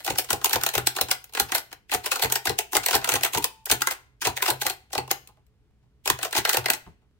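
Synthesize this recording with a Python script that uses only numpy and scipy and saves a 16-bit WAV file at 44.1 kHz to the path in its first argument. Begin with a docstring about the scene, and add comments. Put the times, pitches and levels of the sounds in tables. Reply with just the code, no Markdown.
"""Fast typing on a small steel typewriter on a desk, heard from just above the keys.
Every stroke is a run of knocks (key lever, type on the platen, escapement, return): a noise crack with the
chatter of loose parts, filtered by modes of steel levers, platen, case and base. The desk thumps, mostly
under bottoming keys: a soft noise push and a decaying sine. A return spring sings a thin sine now and then.
Random echoes of frame, desk and room follow the knocks, over quiet room noise with a wavering hum."""
import sys
import numpy as np
from scipy import signal
from scipy.fft import rfft, irfft
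from scipy.io import wavfile
from scipy.ndimage import uniform_filter1d

SR = 44100
rng = np.random.default_rng(int(sys.argv[2]) if len(sys.argv) > 2 else 0)


def to_wav(s):
    """Save 16-bit WAV."""
    ch = np.atleast_2d(s).T  # columns
    pcm = np.round(np.clip(ch, -1, 1) * 32767)  # PCM
    wavfile.write(sys.argv[1], SR, pcm.astype(np.int16))


N = 317079

# low desk thumps, mostly keys bottoming out, one faint one from other handling;
# levels before fixed offsets: start_s, thump_db, top_ring_db (over thump)
DESK_THUMPS = [(0.1, -33, -6), (0.323, -32, -11.5), (0.551, -32.5, -3), (0.768, -30.5, 0.5),
               (1.01, -35.5, -2.5), (1.404, -35.5, -11), (1.529, -46, -23.5), (1.939, -35.5, -14.5),
               (2.237, -31.5, -1), (2.482, -29.5, -14.5), (2.758, -38.5, -10), (2.944, -32, -8),
               (3.128, -32.5, -3.5), (3.361, -30, -13), (3.713, -32.5, -3.5), (4.268, -32, -5),
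               (4.505, -38.5, 4.5), (4.648, -43, -5), (4.974, -35, 3), (5.124, -51, -13),
               (6.094, -33.5, -3.5), (6.375, -33, -8.5), (6.579, -33.5, -0.5), (6.867, -40.5, -20)]


def gain_of(db):
    """Amplitude factor of a level in dB."""
    return 10 ** (np.asarray(db) / 20)


def evened(x):
    """Scales each row to rms 1."""
    return x / np.sqrt(np.mean(x ** 2, -1, keepdims=True) + 1e-30)


def read(points, hz):
    """Interpolates (Hz, value) points over log frequency."""
    f, value = np.transpose(points)
    return np.interp(np.log(hz + 1), np.log(f + 1), value)


def ringing(modes, hz, count, spread_db):
    """Summed mode responses; modes shift and wake unevenly, at random for each blow."""
    mode_hz, width_hz, mode_db = np.transpose(modes)
    loud, shift = rng.standard_normal((count, 2, len(mode_hz))).transpose(1, 0, 2)
    wake = gain_of(mode_db + spread_db * loud) * rng.choice([-1, 1], loud.shape)
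    mode_hz = mode_hz * (1 + 0.018 * shift)
    response = 0
    for k in range(len(width_hz)):
        detune = (hz - mode_hz[:, k, None]) / width_hz[k]
        response = response + wake[:, k, None] / (1 + 2j * detune)
    return response


def to_ports(z, hz):
    """Two ports hear partly the same vibration, the nearer left one earlier and 1 dB louder."""
    # left-right likeness: frequency_hz, likeness
    likeness = [(40, 0.68), (500, 0.71), (1500, 0.75), (4000, 0.11)]
    lead_s = 0.11e-3
    same = np.clip(read(likeness, hz), 0, 1)
    mixed = same * z[0] + np.sqrt(1 - same ** 2) * z[1]
    right = mixed * np.exp(-2j * np.pi * hz * lead_s)
    return np.array([z[0] * gain_of(1.0), right])


def place(times_s, sounds):
    """Adds each two-channel sound at its time, which may lie just before the start."""
    size = sounds.shape[-1]
    out = np.zeros((2, N + 2 * size))
    for start_s, sound in zip(times_s, sounds.transpose(1, 0, 2)):
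        out[:, size + round(start_s * SR):][:, :size] += sound
    return out[:, size:size + N]


def struck(push, response, db, window_ms):
    """Pushes through a response, set to db over their loudest window."""
    size = push.shape[-1]
    sound = irfft(to_ports(rfft(push) * response, np.fft.rfftfreq(size, 1 / SR)), size)
    window = max(round(window_ms * SR / 1000), 1)
    power = uniform_filter1d((sound ** 2).mean(0), window).max(-1)
    return sound * (gain_of(db) / np.sqrt(power))[:, None]


def base_ring(start_s, blow_db, case_db):
    """Base ring over each blow: follows the case, weaker; the knock at a thump can ring it harder."""
    under_case_db, thump_lag_s = -7.5, 0.006
    hard_ring_db, ring_per_thump_db, most_over_blow_db = -9.5, 0.58, -7
    base_db = blow_db + case_db + under_case_db
    for at_s, thump_db, _ in DESK_THUMPS:
        k = np.argmin(abs(start_s - at_s - thump_lag_s))
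        hard_db = min(hard_ring_db + ring_per_thump_db * thump_db, blow_db[k] + most_over_blow_db)
        base_db[k] = max(base_db[k], hard_db)
    return base_db - blow_db


def contact_push(t, chatter_db, slide_end):
    """Noise force: a short crack; loose levers scrape up to it and chatter after it unevenly."""
    crack_t60_s, chatter_t60_s = 0.02, 0.1
    count, size = len(chatter_db), len(t)
    early, late = np.minimum(t, 0), np.maximum(t, 0)
    crack = np.exp(early / 0.0006) * gain_of(-60 * late / crack_t60_s)
    scrape = gain_of(-2.5) * np.exp(early / 0.0049)
    chatter = np.where(t < 0, scrape, 1) * gain_of(-60 * late / chatter_t60_s)
    wander = uniform_filter1d(rng.standard_normal((count, size)), size=16)
    uneven = gain_of(4.77 * evened(wander))
    rebounds = rng.random((count, size)) < 200.0 / SR  # about 200 per second
    uneven += gain_of(8.0) * signal.lfilter([1], [1, -0.97], rebounds)
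    envelope = crack + gain_of(chatter_db)[:, None] * chatter * uneven
    envelope = envelope * (t < slide_end)
    return rng.standard_normal((count, 2, size)).transpose(1, 0, 2) * envelope


def knocks(size=4608):
    """Each contact excites the steel levers at once, and platen, case and base more slowly."""
    # contacts, levels before fixed offsets: start_s, blow_db, then over the blow:
    # platen_db, case_db, chatter_db (loose parts)
    contacts = [(0.0, -36, -12, -14.5, 24.5), (0.048, -23.5, -26, -20.5, -5.5),
                (.0636, -25, -10.5, -10.5, -4), (0.0771, -21.5, -7.5, -6.5, -5),
                (0.1016, -19.5, -18.5, -12, 16.5), (.154, -29, -10.5, -11.5, -1),
                (0.1849, -11, -22, -19, -8), (0.2446, -33.5, -19.5, -18.5, -8),
                (.2888, -33.5, -9, -7, -3.5), (0.3042, -14.5, -11, -14.5, -15),
                (.3298, -14.5, -26, -14.5, -18.5), (0.4143, -35, -8, -7.5, -4),
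                (0.4446, -9, -21.5, -19.5, -15), (0.4578, -13.5, -18.5, -18.5, -19),
                (.4947, -20.5, -21, -17, -11), (.5085, -25.5, -12, -11.5, -14.5),
                (.532, -13, -14.5, -16.5, -7), (0.5575, -17, -18, -7.5, -17), (.612, -26.5, -10, -22.5, -2),
                (0.6355, -11.5, -16.5, -23.5, -20.5), (0.6637, -13.5, -17.5, -15, -15.5),
                (0.6888, -20, -17, -20, -16), (0.7367, -21, -20.5, -13, 2),
                (.752, -17.5, -12.5, -11.5, -12.5), (.779, -15.5, -13.5, -14.5, -15),
                (0.8703, -8, -18.5, -21, -21), (.9514, -37, -15, -10.5, -18), (0.9643, -20, -17, -13, -6),
                (.985, -27, -2, -5, -13.5), (1.012, -11, -19, -17, -20), (1.0859, -29, -14.5, -9, 4.5),
                (1.1128, -10.5, -16.5, -20, -12), (1.2416, -33, -25, -34.5, -26),
                (1.294, -49.5, -16.5, -14.5, -15.5), (1.325, -46, -28, -11, -20),
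                (1.336, -32, -19, -24, -22), (1.35, -22.5, -13.5, -13.5, -14),
                (1.3717, -23.5, -6.5, -9, -0.5), (1.3984, -8, -16, -20, -14), (1.4909, -38.5, -8, -7, 3),
                (1.52, -17, -11, -14, -18), (1.549, -13.5, -14.5, -16.5, -6.5),
                (1.5811, -22.5, -16.5, -16.5, -12), (1.716, -42.5, -7, -9.5, -3.5),
                (1.728, -31.5, -15, -15, -28.5), (1.8949, -41, -1.5, -15.5, -8.5),
                (1.918, -21.5, -8.5, -8, -3.5), (1.9364, -18, -26, -9, -4.5),
                (1.9464, -15.5, -19.5, -12.5, -33.5), (2.0419, -33, -13, -7.5, -1.5),
                (2.0604, -19.5, -15, -14.5, -2.5), (2.117, -15, -11.5, -17, -6),
                (2.1571, -20.5, -11.5, -13.5, 1), (2.1945, -25.5, -11, -9.5, -5.5),
                (2.2232, -15, -16, -11.5, 0), (2.246, -19.5, -11, -12, -11.5),
                (2.2997, -26.5, -12, -14.5, -12), (2.3223, -12, -22.5, -19.5, -14.5),
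                (2.356, -15.5, -13, -15.5, -11.5), (2.4556, -19.5, -23, -11, -13),
                (2.4695, -18, -6.5, -12.5, -7.5), (2.4949, -18, -20, -10.5, -9.5),
                (2.5879, -12.5, -22, -16.5, -16.5), (2.722, -30.5, -40, -14, -14.5),
                (2.7311, -21, -15, -8.5, -4), (2.752, -11.5, -20, -11, -1),
                (2.767, -8.5, -14.5, -18.5, -21), (2.8342, -28.5, -11, -15, 3.5),
                (2.8614, -11, -18.5, -23, -16.5), (2.8845, -17, -16, -11, -9.5),
                (2.9095, -17.5, -17, -12, -14), (2.9299, -20.5, -7, -7.5, -9),
                (2.941, -17.5, -14.5, -4.5, 1.5), (2.9523, -10, -18.5, -24.5, -11),
                (3.016, -35, -6.5, -8, 5), (3.044, -17.5, -12, -18, -15), (3.0749, -25, -14.5, -4.5, -10),
                (3.0905, -12, -16, -18, -13.5), (3.1195, -16.5, -14, -15.5, 6),
                (3.1391, -13.5, -14.5, -23, -11.5), (3.1555, -16.5, -11, -13.5, -9.5),
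                (3.21, -29.5, -9.5, -14, -9.5), (3.234, -11, -19.5, -20.5, -15),
                (3.248, -14, -14.5, -14.5, -2.5), (3.3345, -20.5, -23.5, -13.5, -1),
                (3.3482, -18.5, -10.5, -9.5, -13.5), (3.3738, -19.5, -13.5, -8, -17),
                (3.3823, -20.5, -31, -16.5, -13), (3.425, -29.5, -19, -14.5, -1),
                (3.4425, -11, -21, -19, -25), (3.657, -21.5, -33.5, -39, -24),
                (3.664, -33, -8.5, -10.5, -3), (3.6991, -18, -9, -12.5, -6),
                (3.7145, -8.5, -18.5, -18.5, -10), (3.8074, -30.5, -13, -7, -3.5),
                (3.819, -14, -9, -25, -31.5), (3.8715, -13, -10, -17, -15.5), (3.9096, -20, -16.5, -16, -2),
                (4.2183, -23.5, -8.5, -18, -7), (4.2496, -20, -9, -11, 1), (4.262, -29, -17, 0.5, 18.5),
                (4.2718, -15.5, -17, -10, -10.5), (4.368, -23.5, -9, -14, -7), (4.4045, -45.5, 6, -3, -12),
                (4.424, -14, -13.5, -16, -13.5), (4.4576, -20, -8, -15, 5.5), (4.4804, -17, -11, -6.5, 24),
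                (4.5028, -13, -18.5, -18, -15), (4.6151, -20.5, -10, -13, -4),
                (4.6523, -31.5, -17.5, 0.5, 5), (4.6659, -13.5, -12.5, -29, -10),
                (4.6989, -20, -18, -13, -9), (4.904, -50.5, -9.5, -7, -2.5),
                (4.9308, -24.5, -16.5, -9.5, -13), (4.9513, -23.5, -12.5, -4.5, -20.5),
                (4.9792, -19.5, -14.5, -5.5, -15), (5.0775, -39.5, -26, -4.5, -26),
                (5.1058, -26, -7, -9, 6.5), (5.1125, -10, -23.5, -17, -41.5),
                (5.2739, -39.5, -29, -25, -31), (5.288, -54.5, -17, -2, -14.5), (5.371, -67.5, -11, 4, 3),
                (5.466, -63, -22, -28, -23), (5.83, -78, -9, 3, 6), (6.0574, -23, -16, -9, -1),
                (6.0754, -15, -14.5, -15, -12.5), (6.1002, -8.5, -15, -17, -29),
                (6.189, -30.5, -11, -10.5, -14), (6.213, -35, -10, -10, -6),
                (6.2299, -18.5, -12, -17.5, -12.5), (6.2498, -24, -12, -8, -10),
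                (6.3094, -36, -26, -17.5, -16), (6.3276, -22.5, -8.5, -14, -14.5),
                (6.3512, -21, -9, -8, -5), (6.3646, -18.5, -17, -8.5, 0), (6.378, -17.5, -12, -16, 7.5),
                (6.451, -15.5, -7, -15, -19.5), (6.475, -26.5, -7, -3, -6), (6.4928, -12, -12, -22, -11),
                (6.5302, -16, -18, -17.5, -6), (6.5434, -17.5, -10, -9, 21),
                (6.57, -12.5, -17.5, -13.5, -16), (6.6422, -36, -8, -9.5, -12),
                (6.6586, -18.5, -6.5, -10.5, -26), (6.6845, -24, -7, -7, -14.5),
                (6.7013, -8.5, -17, -19, -21), (6.7345, -19.5, -18, -21, -7.5), (6.863, -62, -3, 11, -1),
                (7.02, -74, -8, 2, 0)]
    # click spectrum: frequency_hz, level_db
    click = [(800, -36), (2500, 3.5), (5000, -1), (9000, -2), (11000, -6), (14000, -3)]
    # modes of levers, platen, case, base: frequency_hz, width_hz, level_db
    levers = [(2625, 190, 5), (4180, 150, 12), (5200, 540, 2), (6570, 370, 3), (7910, 210, 3),
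              (13040, 530, 7.5), (15200, 600, -8.5)]
    platen = [(1475, 310, -0.5), (1800, 860, -9.5), (1980, 170, -3.5)]
    case = [(657, 36, -8.5), (771.6, 75, 0.5), (876, 88, -3.5), (1021.5, 180, -7.5)]
    base = [(373, 190, -5.5), (389.7, 80, 2.5), (465, 60, -2.5)]
    slide_s, neutral_ring_db = 0.02, -14.5
    bright_per_ring_db, bright_per_blow_db = -0.7, 0.0561

    start_s, blow_db, platen_db, case_db, chatter_db = np.transpose(contacts)
    count = len(start_s)
    # a glancing contact is bright and hardly moves platen and case; a heavy one is dull
    bright_db = bright_per_ring_db * ((platen_db + case_db) / 2 - neutral_ring_db)
    bright_db += bright_per_blow_db * (blow_db - blow_db.mean())  # harder is a little brighter
    base_db = base_ring(start_s, blow_db, case_db)

    t, hz = np.arange(size) / SR - slide_s, np.fft.rfftfreq(size, 1 / SR)
    push = contact_push(t, chatter_db, slide_end=t[-1] / 2)
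    tilt = gain_of(bright_db[:, None] * np.tanh(2.2 * np.log((hz + 1) / 7000)) / 2)
    steel = gain_of(read(click, hz)) + 0.35 * ringing(levers, hz, count, spread_db=3.0)
    sound = struck(push, steel * tilt, blow_db + 1.0, window_ms=0.73)
    heavy = push * (1 - np.exp(-np.maximum(t, 0) / 0.0013))  # heavy parts take the blow slowly
    for modes, ring_db in (platen, platen_db), (case, case_db), (base, base_db):
        response = ringing(modes, hz, count, spread_db=2.5)
        sound += struck(heavy, response, blow_db + ring_db, window_ms=11.3)
    sound *= np.minimum((t[-1] - t) / slide_s, 1)  # end fade
    return place(start_s + 0.00045 - slide_s, sound)


def tail(x, decay, delay_ms):
    """Dense random echoes, each band dying at its own speed, partly different at each port."""
    noise = rng.standard_normal((2, SR * 3 // 4))
    hz, t, z = signal.stft(noise, SR, nperseg=256)
    fading = z * gain_of(-60 * t / read(decay, hz)[:, None])
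    echo = signal.istft(fading, SR, nperseg=256)[1]
    size = echo.shape[1]
    echo *= 1 - np.exp(-np.arange(size) / SR / (delay_ms / 1000))  # gradual build-up
    echo = irfft(to_ports(rfft(echo), np.fft.rfftfreq(size, 1 / SR)), size)
    return signal.fftconvolve(x, echo / np.linalg.norm(echo[0]), axes=1)[:, :N]


def shifting(x, decay, delay_ms):
    """The echo colour drifts: three random tails take turns."""
    turn = 2 * np.pi * np.arange(N) / SR * 2.3  # 2.3 turns per second
    out = 0
    for k in range(3):
        share = np.sqrt(2 / 3) * np.cos(turn / 2 + np.pi * k / 3)
        out = out + tail(x * share, decay, delay_ms)
    return out


def air():
    """Faint room noise, spectrally shaped, with a hum of narrow noise bands that wavers."""
    # room noise spectrum shape: frequency_hz, density_db (per Hz, relative)
    spectrum = [(12, -52.5), (20, -21.5), (65, 1.5), (86, -8), (128, -5.5), (151, -12.5), (440, -22.5),
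                (521, -28.5), (1200, -33.5), (3000, -37.5), (16500, -53.5)]
    # hum bands: frequency_hz, width_hz, rms_db
    hum = [(59.4, 6, -82), (125, 5, -80.5), (426, 8, -85)]
    noise_rms_db = -63
    hz = np.fft.rfftfreq(N, 1 / SR)
    z = rfft(rng.standard_normal((2, N)))
    noise = irfft(to_ports(z * gain_of(read(spectrum, hz)), hz), N)
    out = gain_of(noise_rms_db) * evened(noise)
    for hum_hz, width_hz, rms_db in hum:
        band = z[::-1] / (1 + (2 * (hz - hum_hz) / width_hz) ** 2)
        out += gain_of(rms_db) * evened(irfft(to_ports(band, hz), N))
    return out


def thumps(size=32768):
    """A soft push into the desk: a dull rocking thud, then the top rings on."""
    # desk modes: frequency_hz, width_hz, level_db
    desk = [(58, 13, -14.5), (81, 76, 8.5), (167, 25, -21)]
    top_hz, top_t60_s = 124.8, 0.5
    start_s, thump_db, top_db = np.transpose(DESK_THUMPS)
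    count = len(start_s)
    t, hz = np.arange(size) / SR, np.fft.rfftfreq(size, 1 / SR)
    push = rng.standard_normal((count, 2, size)).transpose(1, 0, 2) * t * np.exp(-t / 0.019)
    low_cut = 1 + (40.0 / (hz + 1)) ** 4
    response = ringing(desk, hz, count, spread_db=3.0) / low_cut
    thud = struck(push, response, thump_db - 7.0, window_ms=36)
    # the top's pitch varies a little at random from thump to thump
    varied_hz = top_hz * (1 + 0.017 * rng.standard_normal((count, 1)))
    envelope = (1 - np.exp(-t / 0.028)) * gain_of(-60 * t / top_t60_s) * (1 - t / t[-1])
    top = np.sin(2 * np.pi * varied_hz * t) * envelope
    return place(start_s - 0.006, thud + top * gain_of(thump_db + top_db + 1.5)[:, None])


def springs():
    """A return spring sings one thin decaying tone."""
    # spring tones: start_s, end_s, level_db (at start), t60_s
    tones = [(3.434, 3.654, -51.5, 1.6), (5.115, 5.394, -66, 0.87)]
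    spring_hz = 885
    t = np.arange(N) / SR
    level = np.zeros(N)
    for start_s, end_s, level_db, t60_s in tones:
        level += gain_of(level_db - 60 * abs(t - start_s) / t60_s) * (t > start_s) * (t < end_s)
    return np.sin(2 * np.pi * spring_hz * t) * uniform_filter1d(level, 200)


def scene():
    """Knocks with their frame, desk and room echoes, plus thumps, springs and air."""
    # frame and desk echo decay: frequency_hz, t60_s
    rattle = [(260, .23), (700, 0.2), (1840, 0.23), (4850, 0.13), (12800, 0.13)]
    # room echo decay: frequency_hz, t60_s
    room = [(300, 0.37), (2000, 0.44), (12800, 0.28)]
    high_pass = signal.butter(4, 270, "high", fs=SR, output="sos")  # too small to radiate bass
    keys = signal.sosfilt(high_pass, knocks())
    frame_echo = gain_of(-11) * shifting(keys, rattle, delay_ms=4.1)
    room_echo = gain_of(-20.5) * tail(keys, room, delay_ms=15.0)
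    return keys + frame_echo + room_echo + thumps() + springs() + air()


def record(dry):
    """Brief level dips, a soft ceiling, a step down in the top treble, then the band limit."""
    # level dips: center_s, half_length_ms
    dips = [(.044, 0.84), (1.32, 2.1), (3.65, 4.2), (4.204, 3.5)]
    ceiling, shelf_hz, edge_hz = 0.9, 15950, 16900
    t = np.arange(N) / SR
    for center_s, half_ms in dips:
        dry = dry * np.clip(abs(t - center_s) * 2000 / half_ms - 1, 0.03, 1)
    dry = dry / (1 + (dry / ceiling) ** 4) ** 0.25
    below = signal.oaconvolve(dry, signal.firwin(255, shelf_hz, fs=SR)[None], "same")
    shelved = below + gain_of(-36.0) * (dry - below)
    band_limit = signal.firwin(1023, edge_hz, window=("kaiser", 9), fs=SR)
    return signal.oaconvolve(shelved, band_limit[None], "same")


dry = scene()
out = record(dry)
to_wav(out)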